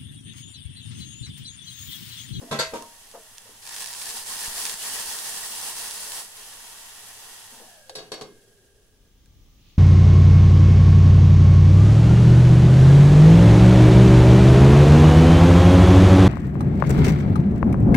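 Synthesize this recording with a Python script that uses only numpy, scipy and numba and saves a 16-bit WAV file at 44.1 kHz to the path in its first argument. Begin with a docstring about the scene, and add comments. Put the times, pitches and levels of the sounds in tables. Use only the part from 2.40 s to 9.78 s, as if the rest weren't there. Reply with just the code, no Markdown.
"""Meat and potatoes fry in a heavy pot: random bursts make fizz and boiling, and swept resonances the air in the pot.
Dull knocks, clanks and a chattering steel utensil come first: each blow is a crack, an echo wash and ringing modes.
Three sweeps of water then make the sizzle flare, crackle, spit and splash before it settles to a simmer.
The lid slides over, shifting the hollow tones and muffling the frying, and clanks shut. The frying and the stove's
murmur fade into a low room rumble, shaped from noise, where a stroke of fine grains is hands softly rubbing dough."""
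import sys
import numpy as np
from scipy import signal
from scipy.fft import rfft, irfft, next_fast_len
from scipy.io import wavfile
from numba import njit

SR = 44100
rng = np.random.default_rng(int(sys.argv[2]) if len(sys.argv) > 2 else 0)


def digitize_waveform(pressure):
    """Quantize a signal to 16-bit integers and store it at the path in sys.argv[1].

    Rows of a 2-D input are taken as channels; values are limited to [-1, 1].
    """
    field = np.atleast_2d(pressure).T
    bounded = np.clip(field, -1, 1)
    quanta = np.round(bounded * 32767).astype(np.int16)
    wavfile.write(sys.argv[1], SR, quanta)


N = 325413
TIME = np.arange(N) / SR

# colour of the fizz under the stream, of the fizz otherwise, and of the boiling: pitch_hz, relative level_db (per Hz)
POUR_FIZZ = [(2500, -15.5), (4500, -1), (6500, -0.5), (9000, 3), (11000, 0.5), (13000, -3.5), (15500, -5)]
SIMMER_FIZZ = [(2500, -14.5), (4500, -7.5), (6000, 0.5), (9000, 2.5), (11000, 2), (13000, -1.5),
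               (15500, -6)]
BOILING = [(100, -57), (210, -4.5), (300, -12.5), (450, -6), (580, -5), (750, 1.5), (1100, -5), (1450, -1),
           (2250, -2.5), (2800, 3.5), (4500, 2.5), (6500, -1), (10000, -11)]
# levels of fine fizz and coarse boiling before the surging lifts them: frying in fat, then the simmer
FAT_FIZZ_DB, FAT_BOIL_DB = -56, -59
SIMMER_FIZZ_DB, SIMMER_BOIL_DB = -49.5, -52
SIMMER_START_S, SIMMER_RISE_S, SIMMER_SAG_DB_PER_S = 3.903, 0.019, 2.5
FIZZ_ECHO, FIZZ_ECHO_T60_S = .3, .12   # short reflections off the kitchen: share and ring time
# single loud spits of fat: start_s, level_db (before a common lift and the spit filters)
SPITS = [(0.424, -23.5), (0.714, -29.5), (0.9822, -21.5), (1.283, -29), (1.308, -27), (1.364, -18),
         (1.383, -20), (1.406, -18), (1.428, -18.5), (1.46, -15.5), (1.5367, -18), (1.549, -23),
         (1.566, -31), (1.615, -19.5), (1.702, -18), (2.0093, -26), (2.075, -19), (2.18, -17), (2.254, -10),
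         (2.2655, -13), (2.296, -13), (2.340, -16), (2.427, -20), (2.4616, -21), (2.788, -16),
         (3.51, -15.5), (3.72, -16), (6.859, -41.5)]
SPITS_PER_S, HOT_SPITS_PER_S = 41, 110   # usual rate; extra while hot
SPIT_OVER_DB, HOT_SPIT_DB = 14, 13   # least height over the fizz gain; extra while hot
SPIT_SNAP, SPIT_SPRAY, SPRAY_S = .8, .7, .002   # shares of snap and spray; decay of the spray
SPIT_HOLLOW = 0.79   # how strongly a spit rings the air in the pot
# air tones of the pot: open_hz, covered_hz, settled (share covered, 0-1), width_hz, open_db, covered_db
HOLLOW = [(448, 283, 0.89, 86, -3, 5), (825, 466, 1, 134, -1, 7.5), (923.6, 401, 0.87, 83, 4.5, 20.5),
          (1038, 620, 0.76, 69, -0.5, 3), (1760, 1625, 0.55, 80, 2.5, 12), (1872, 1635, .65, 100, 4, 5),
          (2810, 2900, 0.73, 210, -3.5, -2)]
SHUT_NARROWING = 0.35   # share of their width that the air tones lose once settled
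# room tone by the stove, then the lower rumble: pitch_hz, relative level_db (per Hz)
STOVE_TONE = [(20, 10.5), (45, -5.5), (75, -9), (105, 3.5), (135, -9.5), (220, -6), (320, -19), (600, -9.5),
              (2000, -85), (15000, -34)]
RUMBLE = [(15, -48), (25, 3), (68, -1.5), (150, -10.5), (267, -14), (666, -29), (850, -27.5), (1050, -34),
          (1180, -25), (1350, -34), (1750, -31.5), (2500, -30), (3300, -25), (4500, -31), (6200, -27),
          (8130, -39), (13500, -33), (15500, -28)]
STOVE_DB, RUMBLE_DB = -60, -54.5

# limits of the five ranges of a blow (thud, body, clang, ring, edge): edge_hz
BLOW_EDGES = [100, 350, 1200, 3200, 7000, 13000]
# blows, before the trims of wash and modes: start_s, level_db, extra_thud_db,
# brightness_db (per range above the body), swell_s
# dull knocks beside the pot, clanks at the pot, a steel utensil chattering on it, the lid meeting the rim
KNOCKS = [(.015, -38.5, 12, -27, 0.0078), (.323, -41, 6, -26, 0.0026), (.335, -28.5, 1.5, 1.5, 0.0016),
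          (.353, -37.5, -4, 3.5, .002), (.41, -43, -18, -18, 0.0051), (.737, -34.5, -3, -56, 0.0093),
          (1.052, -50.5, -9, -10, 0.007), (1.091, -52, 7, -22, 0.0037), (5.115, -43, 3, 3, 0.026),
          (5.195, -38, -2, -30, 0.027)]
CLANKS = [(.111, -30, 3.5, -2.5, 0.0017), (.123, -31, -1, -4.5, .001), (.146, -39.5, -2, -7, 0.0018)]
CLINKS = [(.1885, -32.5, 0, -0.82, 0.00086), (.1945, -32.5, 3.5, 0.11, 0.00084),
          (.205, -34.5, -2.5, -0.94, 0.00084), (.224, -52, -8, 1.6, .0005)]
LID_HITS = [(5.495, -44, -10, -3, 0.00025), (5.552, -43, 8, 0.5, 0.0019), (5.583, -46.5, -19, -3.5, 0.0016),
            (5.718, -39.5, 4, -1.2, .00077), (5.739, -46, -24, -2, 0.0011), (5.778, -54, 6, -7, 0.0007),
            (5.795, -59, 2, -5, .002), (5.811, -47, 9, -2.5, 0.00026), (5.819, -50, 9, -3.5, 0.00027)]
# colour of each kind of blow: thud_db, body_db, clang_db, ring_db, edge_db
KNOCK_COLOUR = (-9, -0.5, -11.5, -16, -21)
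CLANK_COLOUR = (-3.5, -1, -0.5, 3, -1)
LID_COLOUR = (-9, 2.5, 0, 5, 0)
# modes of the things struck: pitch_hz, level_db (against the blow's level there, before trims), t60_s
WORKTOP = [(240.5, -1, 0.18), (441.4, -8, 0.32), (478, 5.5, 0.056), (541, 0, 0.13), (627, -8.5, 0.39),
           (684, -14, 0.53), (934, -2.5, 0.5), (1095, -22.5, 0.11), (1560, -4, 0.13), (1930, -18, 0.32),
           (2207, -19, .3), (7230, 1, .16)]
POT = [(146.5, -1, .32), (221, 6, .16), (398, -10, 0.38), (471, 0.5, 0.11), (548, 2, 0.2),
       (645, -2.5, 0.44), (794, -9.5, 0.36), (943, -2.5, 0.33), (1050, -0.5, 0.32), (1135, -14, .28),
       (1327, 0.5, 0.14), (1594, -1.5, 0.25), (1950, -6, .52), (2130, -19, .29), (2430, -22, .4),
       (2600, -12, .45), (3467, -13, 0.15), (3500, -1, 0.18), (3881, -7, .26), (3989, -14, 0.28),
       (4230, -7, .3)]
UTENSIL = [(506, 5, .12), (1376, 2, 0.13), (1555, 6.5, 0.12), (2072, 4.5, 0.093), (2260, -8, .1),
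           (3800, 4.5, .15), (4377, 8.5, .1), (4651, -1, 0.13), (4700, 1, 0.19), (4750, -1, 0.091),
           (6540, -2.5, 0.14), (6767, -9, 0.17), (7600, -1, .15), (7850, 0, .2), (9340, -3, .15)]
LID = [(330, -9, 0.38), (398, -7, 0.2), (440, -6, 0.19), (518, -5.5, 0.3), (664, -8.5, 0.39),
       (750, -8, 0.33), (1128, -14, .25), (1605, -6, 0.2), (1680, -8, .15), (2132, -17, 0.9),
       (2573, -15, 0.4), (2859, -15, 0.55), (3150, -10, .1), (3378, -12, 0.45), (3790, -4, 0.25),
       (4100, -9, 0.27), (4235, -10, 0.27), (4468, -2, 0.26), (4550, -6, .2), (4716, -15, 0.35),
       (5518, -6, 0.25), (5985, -9.5, 0.18), (6930, -12, 0.18), (7950, -7, 0.16), (8740, -9, 0.11),
       (9771, -5, 0.085), (10270, -8, .11), (10785, -8, 0.11)]
HUMP_HZ, HUMP_SHARE = 25, .01   # half width of a mode's hump in the echoes: a base, plus a share of its pitch
# brief pitched rings of knocks and sliding contacts: peak_s, pitch_hz, level_db, half_length_s
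BRIEF_RINGS = [(0.095, 690, -49.5, 0.023), (.16, 636, -32.5, 0.019), (0.167, 1060, -41, 0.021),
               (0.43, 1048, -48.5, 0.022), (0.772, 677, -48, 0.022), (5.528, 525, -50, 0.033),
               (5.595, 4468, -52, 0.012)]
# brief swells of low rumble: peak_s, level_db, half_length_s, top_hz
PUFFS = [(0.315, -53.5, 0.07, 102), (2.176, -58, 0.04, 48), (2.68, -57, 0.021, 50),
         (7.008, -55.5, 0.19, 84)]

# three sweeps of the glass: start_s, end_s, start_db (before flares and surging), trend_db_per_s
POURS = [(1.207, 1.793, -46, 12), (1.845, 2.321, -37.5, 2.5), (2.369, 3.796, -36.5, -2.5)]
POUR_ATTACK_S, POUR_RELEASE_S = 0.05, 0.065
# the sizzle flares where the stream finds bare hot metal, and sinks where it lands on food: peak_s, change_db
FLARES = [(1.42, 3), (1.54, -1.5), (1.68, 2.5), (2.12, -3), (2.185, 2), (2.26, -0.5), (2.54, 0.5),
          (3.285, 3), (3.33, -3.5), (3.755, 1.5)]
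FLARE_S = 0.032   # half length
COOLING_S = 0.86   # time constant of the hot fat cooling
POUR_BOIL_DB, HOT_BOIL_DB = -6.5, -1   # boiling against the stream's fizz; change while hot
# crackle on the hot fat: level against the stream's fizz before filtering, band, share that rings the pot's air
CRACKLE_DB, CRACKLE_LOW_HZ, CRACKLE_HIGH_HZ, CRACKLE_HOLLOW = 7.5, 4100, 6000, 1.4
CRACKLES_PER_S, CRACKLE_S = 600, .002   # rate and decay of the bursts
# low thumps during the pour: start_s, level_db (before the band-pass), decay_s
THUMPS = [(2.081, -35, 0.012), (2.341, -39, .0012), (2.43, -54, 0.0049)]
THUMP_TOP_HZ = 380   # above this the thumps are dull
# steam sputters out from under the food: peak_s, pitch_hz, level_db, half_length_s
SPUTTERS = [(2.425, 2930, -44, 0.028), (2.533, 2970, -48, .035), (3.16, 2850, -47, 0.036),
            (3.284, 2830, -46.5, 0.041)]
SPUTTER_WIDTH_HZ = 240

# the lid coming over the pot: time_s, covered (share, 0-1)
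COVER = [(5.0, 0), (5.15, .06), (5.3, .33), (5.44, .6), (5.53, .8), (5.72, .92), (5.82, 1)]
LID_FIZZ_LOSS_DB, LID_BOIL_LOSS_DB, LID_LOSS_POWER = 15.5, 14, 0.84   # loss when shut; growth with the cover
# the hand and the rim damp the lid: time_s, extra_decay_db_per_s
LID_DAMPING = [(5.49, 600), (5.51, 300), (5.54, 300), (5.55, 0), (5.715, 0), (5.73, 40)]
LID_HOLLOW = 0.092   # how strongly the lid's blows ring the air under it
FADE_START_S, FADE_END_S = 5.94, 7.03   # stove out, rumbling room in
# a soft rub of hands on dough: peak_s, level_db, half_length_s, low_hz, high_hz
RUB = (7.3, -62.5, 0.11, 2400, 4600)

# stereo image: pitch_hz, side_minus_mid_db; then pitch_hz, left_minus_right_db
STEREO_WIDTH = [(30, -9.5), (120, -11), (300, -12.5), (600, -10), (1100, -7), (2200, -2.5), (5500, 0),
                (8500, -2.5), (13000, 1)]
STEREO_LEAN = [(60, 1), (160, 2.5), (350, -1), (750, 2), (1500, .5), (3300, 0.3), (5500, -0.8),
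               (9000, -2.5), (14000, 0)]
CUTOFF_HZ = 15750


def from_db(db):
    """Decibels to gain."""
    return 10 ** (np.asarray(db) / 20)


def rms_one(x):
    """Scale to unit power."""
    return x / np.sqrt(np.mean(x ** 2) + 1e-20)


def in_time(rows):
    """Each column of a curve at every sample."""
    s, *columns = np.transpose(rows)
    return [np.interp(TIME, s, column) for column in columns]


def since(s):
    """Seconds gone by since a moment, zero before it."""
    return np.maximum(TIME - s, 0)


def bump(peak_s, half_length):
    """A bell-shaped swell that peaks at 1."""
    return np.exp(-((TIME - peak_s) / half_length) ** 2)


def coloured(x, points):
    """Filter by a spectrum of (Hz, dB) points."""
    size = next_fast_len(N)
    hz, level = np.transpose(points)
    bins = np.maximum(np.arange(size // 2 + 1) * SR / size, 1)
    gain = from_db(np.interp(np.log(bins), np.log(hz), level))
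    return irfft(rfft(x, size) * gain, size)[..., :N]


def band(x, low, high, order=2):
    """Causal band-pass."""
    sos = signal.butter(order, [low, min(high, .45 * SR)], "band", fs=SR, output="sos")
    return signal.sosfilt(sos, x + 1e-18)


def spread(pair):
    """Two unrelated signals become left and right: alike in the bass, unrelated around the upper treble."""
    mid = coloured(pair[0], [(hz, -10 * np.log10(1 + from_db(db) ** 2)) for hz, db in STEREO_WIDTH])
    side = coloured(pair[1], [(hz, -10 * np.log10(1 + from_db(-db) ** 2)) for hz, db in STEREO_WIDTH])
    return np.array([mid + side, mid - side])


def noise():
    """White noise spread over the stereo image."""
    return spread(rng.standard_normal((2, N)))


def drift(rate):
    """Random wander through the given number of knots per second, scaled to unit power."""
    knots = rng.standard_normal(N // 40)
    return rms_one(np.interp(TIME * rate, np.arange(len(knots)), knots))


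def bursts(per_s, size_db):
    """Clicks of either sign at random moments, their sizes spread exponentially in dB."""
    sizes = from_db(size_db * np.minimum(rng.exponential(1, (2, N)), 4))
    sizes = sizes * rng.choice([-1, 1], (2, N))
    return sizes * (rng.random((2, N)) < per_s / SR)


def echoes(x, t60):
    """Dense short reflections, different on each side, as strong as their source."""
    t = TIME[:SR // 5]
    walls = rng.standard_normal((2, len(t))) * from_db(-60 * t / t60)
    return signal.fftconvolve(x, walls / np.sqrt(np.sum(walls ** 2) / 2), axes=1)[:, :N]


def spray(clicks, decay_s):
    """Each click lets off its own puff of noise, as strong as the click and dying fast."""
    r = np.exp(-2 / (decay_s * SR))
    power = signal.lfilter([1 - r], [1, -r], clicks ** 2 + 1e-18)
    return np.sqrt(power) * noise()


def frying():
    """Gains of fizz and boiling: fat, stream and simmer add in power, and the lid shuts them in."""
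    covered, = in_time(COVER)
    shut = np.clip(covered, 0, 1) ** LID_LOSS_POWER
    stream = pouring()
    simmer_age = since(SIMMER_START_S)
    simmer = (1 - np.exp(-simmer_age / SIMMER_RISE_S)) * from_db(-SIMMER_SAG_DB_PER_S * simmer_age)
    stream_boil = stream * from_db(POUR_BOIL_DB + HOT_BOIL_DB * scalding())
    fizz = np.sqrt(from_db(FAT_FIZZ_DB) ** 2 + stream ** 2 + (simmer * from_db(SIMMER_FIZZ_DB)) ** 2)
    boil = np.sqrt(from_db(FAT_BOIL_DB) ** 2 + stream_boil ** 2 + (simmer * from_db(SIMMER_BOIL_DB)) ** 2)
    stove = 1 - faded()
    return fizz * from_db(-LID_FIZZ_LOSS_DB * shut) * stove, boil * from_db(-LID_BOIL_LOSS_DB * shut) * stove


def spitting(fizz_gain):
    """Drops explode in the fat with a snap and a spray. Gives sound and push on the pot's air."""
    hot = scalding()
    per_s = SPITS_PER_S + HOT_SPITS_PER_S * hot
    over_db = SPIT_OVER_DB + HOT_SPIT_DB * hot
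    sizes = fizz_gain * from_db(over_db + 3.5 * np.minimum(rng.exponential(1, N), 2.5))
    snaps = sizes * rng.choice([-1, 1], N) * (rng.random(N) < per_s / SR)
    # random spits lean to one side; the snaps of the listed loud ones sit in the middle
    pan_db = rng.normal(0, 3.2, N)
    snaps = snaps * from_db([pan_db, -pan_db])
    for s, db in SPITS:
        snaps[:, int(s * SR)] = from_db(db + 10)   # lift ahead of the band-pass
    spits = SPIT_SNAP * snaps + SPIT_SPRAY * spray(snaps, SPRAY_S)
    return band(spits, 2400, 9500), SPIT_HOLLOW * band(spits, 770, 4000)


def sizzle():
    """Fine fizz of fat and coarser boiling of water surge together. Gives sound and push on the pot's air."""
    fizz_gain, boil_gain = frying()
    stream = pouring()
    flow = stream / stream.max()
    surge_db = 5.35 + (0.53 + 0.55 * flow) * drift(35)   # the stream makes the sizzle unsteady
    fine, coarse = bursts(12000, size_db=3.5), bursts(9000, size_db=3.5)
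    fine = spread(fine + FIZZ_ECHO * echoes(fine, t60=FIZZ_ECHO_T60_S))
    poured = np.minimum(stream / (fizz_gain + 1e-9), 1) ** 2   # the stream's share of the fizz
    fizz = poured * rms_one(coloured(fine, POUR_FIZZ)) + (1 - poured) * rms_one(coloured(fine, SIMMER_FIZZ))
    boil = coloured(spread(coarse + 0.46 * echoes(coarse, t60=0.12)), BOILING)
    boil_gain = boil_gain * from_db(surge_db + 0.5 * drift(70)) / np.std(boil)
    push = from_db(-.5) * boil_gain * spread(bursts(12000, size_db=4.5))
    spits, spit_push = spitting(fizz_gain)
    return fizz * fizz_gain * from_db(surge_db) + boil * boil_gain + spits, push + spit_push


@njit
def resonate(x, hz, width, sr):
    """A two-pole resonance with a moving centre and width, and a gain of about 1 on top."""
    out = np.zeros_like(x)
    for i in range(2, len(x)):
        r = np.exp(-np.pi * width[i] / sr)
        drive = (1 - r * r) / 2 * (x[i] - x[i - 2])
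        out[i] = drive + 2 * r * np.cos(2 * np.pi * hz[i] / sr) * out[i - 1] - r * r * out[i - 2] + 1e-18
    return out


def hollow(x):
    """The air in the pot rings; most of its tones sink, and all narrow and stand out more as the lid closes."""
    covered, = in_time(COVER)
    out = 0
    for open_hz, shut_hz, settled, open_width, open_db, shut_db in HOLLOW:
        closing = np.minimum(covered / settled, 1)
        hz = open_hz + (shut_hz - open_hz) * closing
        width = open_width * np.clip(1 - SHUT_NARROWING * closing, .1, 1)
        waver_db = 1.3 * (1 - closing) * drift(9)
        gain = from_db(open_db + (shut_db - open_db) * closing + waver_db)
        # a second, broad pass keeps the valleys between the tones dark
        tone = [resonate(resonate(side, hz, width, SR), hz, 5 * width, SR) for side in x]
        out = out + gain * np.array(tone)
    return out


def room_tone():
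    """The stove's low murmur of flame gives way to a deeper rumble, both shaped from noise."""
    stove = from_db(STOVE_DB) * rms_one(coloured(noise(), STOVE_TONE))
    rumble = from_db(RUMBLE_DB) * rms_one(coloured(noise(), RUMBLE))
    return (1 - faded()) * stove + faded() * rumble


def mode_humps(modes, hump_db):
    """Echoes carry the colour of the thing struck: a (Hz, dB) spectrum with a hump at each mode."""
    grid = np.geomspace(100, 13000, num=700)
    humps = sum(from_db(db + hump_db) ** 2 / (1 + ((grid - hz) / (HUMP_HZ + HUMP_SHARE * hz)) ** 4)
                for hz, db, t60 in modes)
    return np.column_stack([grid, 10 * np.log10(1 + humps)])


def blows(hits, colour_db, modes, lowest_hz, wash_t60s, wash_db, hump_db, modes_db, lesser_db, lesser_t60,
          crack_db, damping=((0, 0),)):
    """Each blow is a crack, a dense wash of kitchen echoes, and the modes of the thing struck."""
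    centres = np.sqrt(np.multiply(BLOW_EDGES[:-1], BLOW_EDGES[1:]))
    t = TIME[:SR * 3 // 5]
    echo = coloured(noise(), mode_humps(modes, hump_db))
    edges = [min(lowest_hz, 300), *BLOW_EDGES[1:]]
    washes = [rms_one(band(echo, low, high, order=3)) for low, high in zip(edges, edges[1:])]
    # a crowd of lesser modes lies between the strong ones
    lesser_hz = rng.uniform(900, 12000, size=70)
    lesser = np.column_stack([lesser_hz, rng.normal(lesser_db, 1.6, size=70), np.full(70, lesser_t60)])
    hz, db, t60 = np.vstack([modes, lesser]).T
    rings = np.exp(np.outer(2j * np.pi * hz - np.log(1000) / t60, t))
    lost_db = np.cumsum(in_time(damping)[0]) / SR
    out = np.zeros((2, N))
    for s, hit_db, thud_db, bright_db, swell in hits:
        steps_above_body = np.maximum(np.arange(len(centres)) - 1, 0)
        levels = hit_db + np.array(colour_db) + bright_db * steps_above_body
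        levels[0] += thud_db
        start = int(s * SR)
        span = slice(start, start + len(t))
        # a sliding contact builds up over some milliseconds; pressure on the rim damps the ringing
        shape = (1 - np.exp(-t / max(swell, 1e-4))) * from_db(lost_db[start] - lost_db[span])
        hardness = np.sqrt(0.0013 / max(swell, 1e-4))   # the more sudden the contact, the louder its crack
        crack = from_db(crack_db) * hardness * np.exp(-t / 0.0058)
        for wash, level, wash_t60 in zip(washes, levels, wash_t60s):
            decay = from_db(-60 * t / wash_t60) + crack
            out[:, span] += wash[:, span] * from_db(level + wash_db) * shape * decay
        mode_levels = np.interp(np.log(hz), np.log(centres), levels) + db + modes_db
        strength = from_db(mode_levels + rng.normal(0, 1, (2, len(hz))))
        # short waves reach the two sides out of step
        phase = rng.uniform(-np.pi, np.pi, len(hz)) * np.minimum(hz / 1300, 1)
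        phase = phase + rng.normal(0, 1, (2, len(hz))) * np.minimum(hz / 1300, 2)
        out[:, span] += shape * ((strength * np.exp(1j * phase)) @ rings).imag
    return out


def knocks():
    """Dull knocks beside the pot ring the modes of the worktop."""
    return blows(KNOCKS, KNOCK_COLOUR, WORKTOP, lowest_hz=195, wash_t60s=[0.31, 0.2, 0.27, 0.39, 0.16],
                 wash_db=-4.5, hump_db=0, modes_db=-1.0, lesser_db=-15.0, lesser_t60=0.28, crack_db=-26)


def brief_rings():
    """Brief pitched rings of knocks and sliding contacts: sines that swell and fade with a slight waver."""
    return sum(np.sqrt(2) * from_db(db) * bump(s, length) * np.sin(2 * np.pi * hz * TIME + 1.1 * drift(88))
               for s, hz, db, length in BRIEF_RINGS)


def clanks():
    """Blows on the heavy pot ring its modes."""
    return blows(CLANKS, CLANK_COLOUR, POT, lowest_hz=122, wash_t60s=[0.22, 0.33, 0.44, 0.3, 0.19],
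                 wash_db=-6.0, hump_db=6, modes_db=0.0, lesser_db=-16.0, lesser_t60=0.21, crack_db=-29)


def clinks():
    """A chattering steel utensil rings its own modes and the pot's together."""
    return blows(CLINKS, CLANK_COLOUR, POT + UTENSIL, lowest_hz=118, wash_t60s=[0.038, 0.21, 0.29, 0.25, 0.065],
                 wash_db=-2.5, hump_db=2.5, modes_db=-3.0, lesser_db=-14.0, lesser_t60=0.22, crack_db=-22)


def puffs():
    """Brief swells of low-passed rumble, cut from one bed of noise."""
    white = noise()
    return sum(from_db(db) * bump(s, length) * rms_one(band(white, 24, top_hz))
               for s, db, length, top_hz in PUFFS)


def pouring():
    """Strength of the sizzle under the stream: each sweep sets in, swells or sags, and dies when the stream breaks."""
    sweeps = 0
    for start, end, db, trend in POURS:
        level = from_db(db + trend * np.minimum(since(start), end - start))
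        attack = 1 - np.exp(-since(start) / POUR_ATTACK_S)
        sweeps = sweeps + level * attack * np.exp(-since(end) / POUR_RELEASE_S)
    return sweeps * from_db(sum(db * bump(s, FLARE_S) for s, db in FLARES))


def scalding():
    """1 when the first water meets the hot fat, falling towards 0 as the fat cools."""
    first_s = POURS[0][0]
    return (TIME > first_s) * np.exp(-since(first_s) / COOLING_S)


def crackle():
    """Water flashes to steam on the hottest fat in coarse, sharp bursts. Gives sound and push on the pot's air."""
    pops = rms_one(spray(bursts(CRACKLES_PER_S, size_db=3.5)[0], CRACKLE_S))
    pops = pops * from_db(CRACKLE_DB) * pouring() * scalding()
    return band(pops, CRACKLE_LOW_HZ, CRACKLE_HIGH_HZ), CRACKLE_HOLLOW * band(pops, 1550, 1860)


def splashes(level_db, per_s, sharpness):
    """The stream traps small bubbles between the pieces of food; each rings on one of 24 pitches."""
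    born = bursts(per_s, size_db=5.0) * np.sqrt(pouring())
    pitches = np.geomspace(420, 4800, num=24)
    dealt = rng.integers(0, len(pitches), N)
    rings = 0
    for k, hz in enumerate(pitches):
        b, a = signal.iirpeak(hz, sharpness, fs=SR)
        rings = rings + signal.lfilter(b, a, born * (dealt == k) + 1e-18) * (hz / 1000) ** -.2
    return from_db(level_db) * rms_one(spread(rings))


def thumps():
    """Each thump is a sudden low push that dies away, softened by a band-pass."""
    pushes = sum(from_db(db) * (TIME > s) * np.exp(-since(s) / decay) for s, db, decay in THUMPS)
    return band(pushes, 8.4, THUMP_TOP_HZ)


def sputters():
    """Steam forces its way out from under the food in short, pitched runs of tiny bursts."""
    pops = spread(bursts(1900, size_db=-1))
    half_width = SPUTTER_WIDTH_HZ / 2
    return sum(from_db(db) * bump(s, length) * rms_one(band(pops, hz - half_width, hz + half_width))
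               for s, hz, db, length in SPUTTERS)


def lid_hits():
    """The lid meets the rim and rings its modes, damped by the hand and the rim."""
    return blows(LID_HITS, LID_COLOUR, LID, lowest_hz=110, wash_t60s=[1.0, 0.45, 0.4, 0.33, 0.1],
                 wash_db=-6.5, hump_db=12.5, modes_db=2.0, lesser_db=-21, lesser_t60=0.19, crack_db=6.0,
                 damping=LID_DAMPING)


def faded():
    """Progress 0-1 of the fade from the stove to the rumbling room."""
    return np.clip(since(FADE_START_S) / (FADE_END_S - FADE_START_S), 0, 1)


def rub():
    """Skin slides over dough in one stroke of fine, dense grains."""
    s, db, length, low_hz, high_hz = RUB
    grains = rms_one(band(spread(bursts(6000, size_db=3.0)), low_hz, high_hz))
    return from_db(db) * bump(s, length) * grains


def scene():
    """Frying, knocks, clanks, water, lid and room, summed."""
    fry, fry_push = sizzle()
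    pops, pop_push = crackle()
    lid = lid_hits()
    air = hollow(fry_push + pop_push + LID_HOLLOW * band(lid, 280, 960))
    stove = fry + air + room_tone()
    contacts = knocks() + brief_rings() + clanks() + clinks() + lid
    water = pops + splashes(level_db=-65.5, per_s=550, sharpness=51) + sputters()
    return stove + contacts + water + puffs() + thumps() + rub()


def record(dry):
    """Left and right lean slightly by pitch; a partial dip sits near 13.8 kHz, and the top is cut."""
    left = coloured(dry[0], [(hz, db / 2) for hz, db in STEREO_LEAN])
    right = coloured(dry[1], [(hz, -db / 2) for hz, db in STEREO_LEAN])
    pair = np.array([left, right])
    notched = signal.lfilter(*signal.iirnotch(13800, 9, fs=SR), pair)
    dipped = pair + 0.77 * (notched - pair)
    return signal.sosfilt(signal.ellip(12, .1, 80, CUTOFF_HZ, fs=SR, output="sos"), dipped)


dry = scene()
out = record(dry)
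digitize_waveform(out)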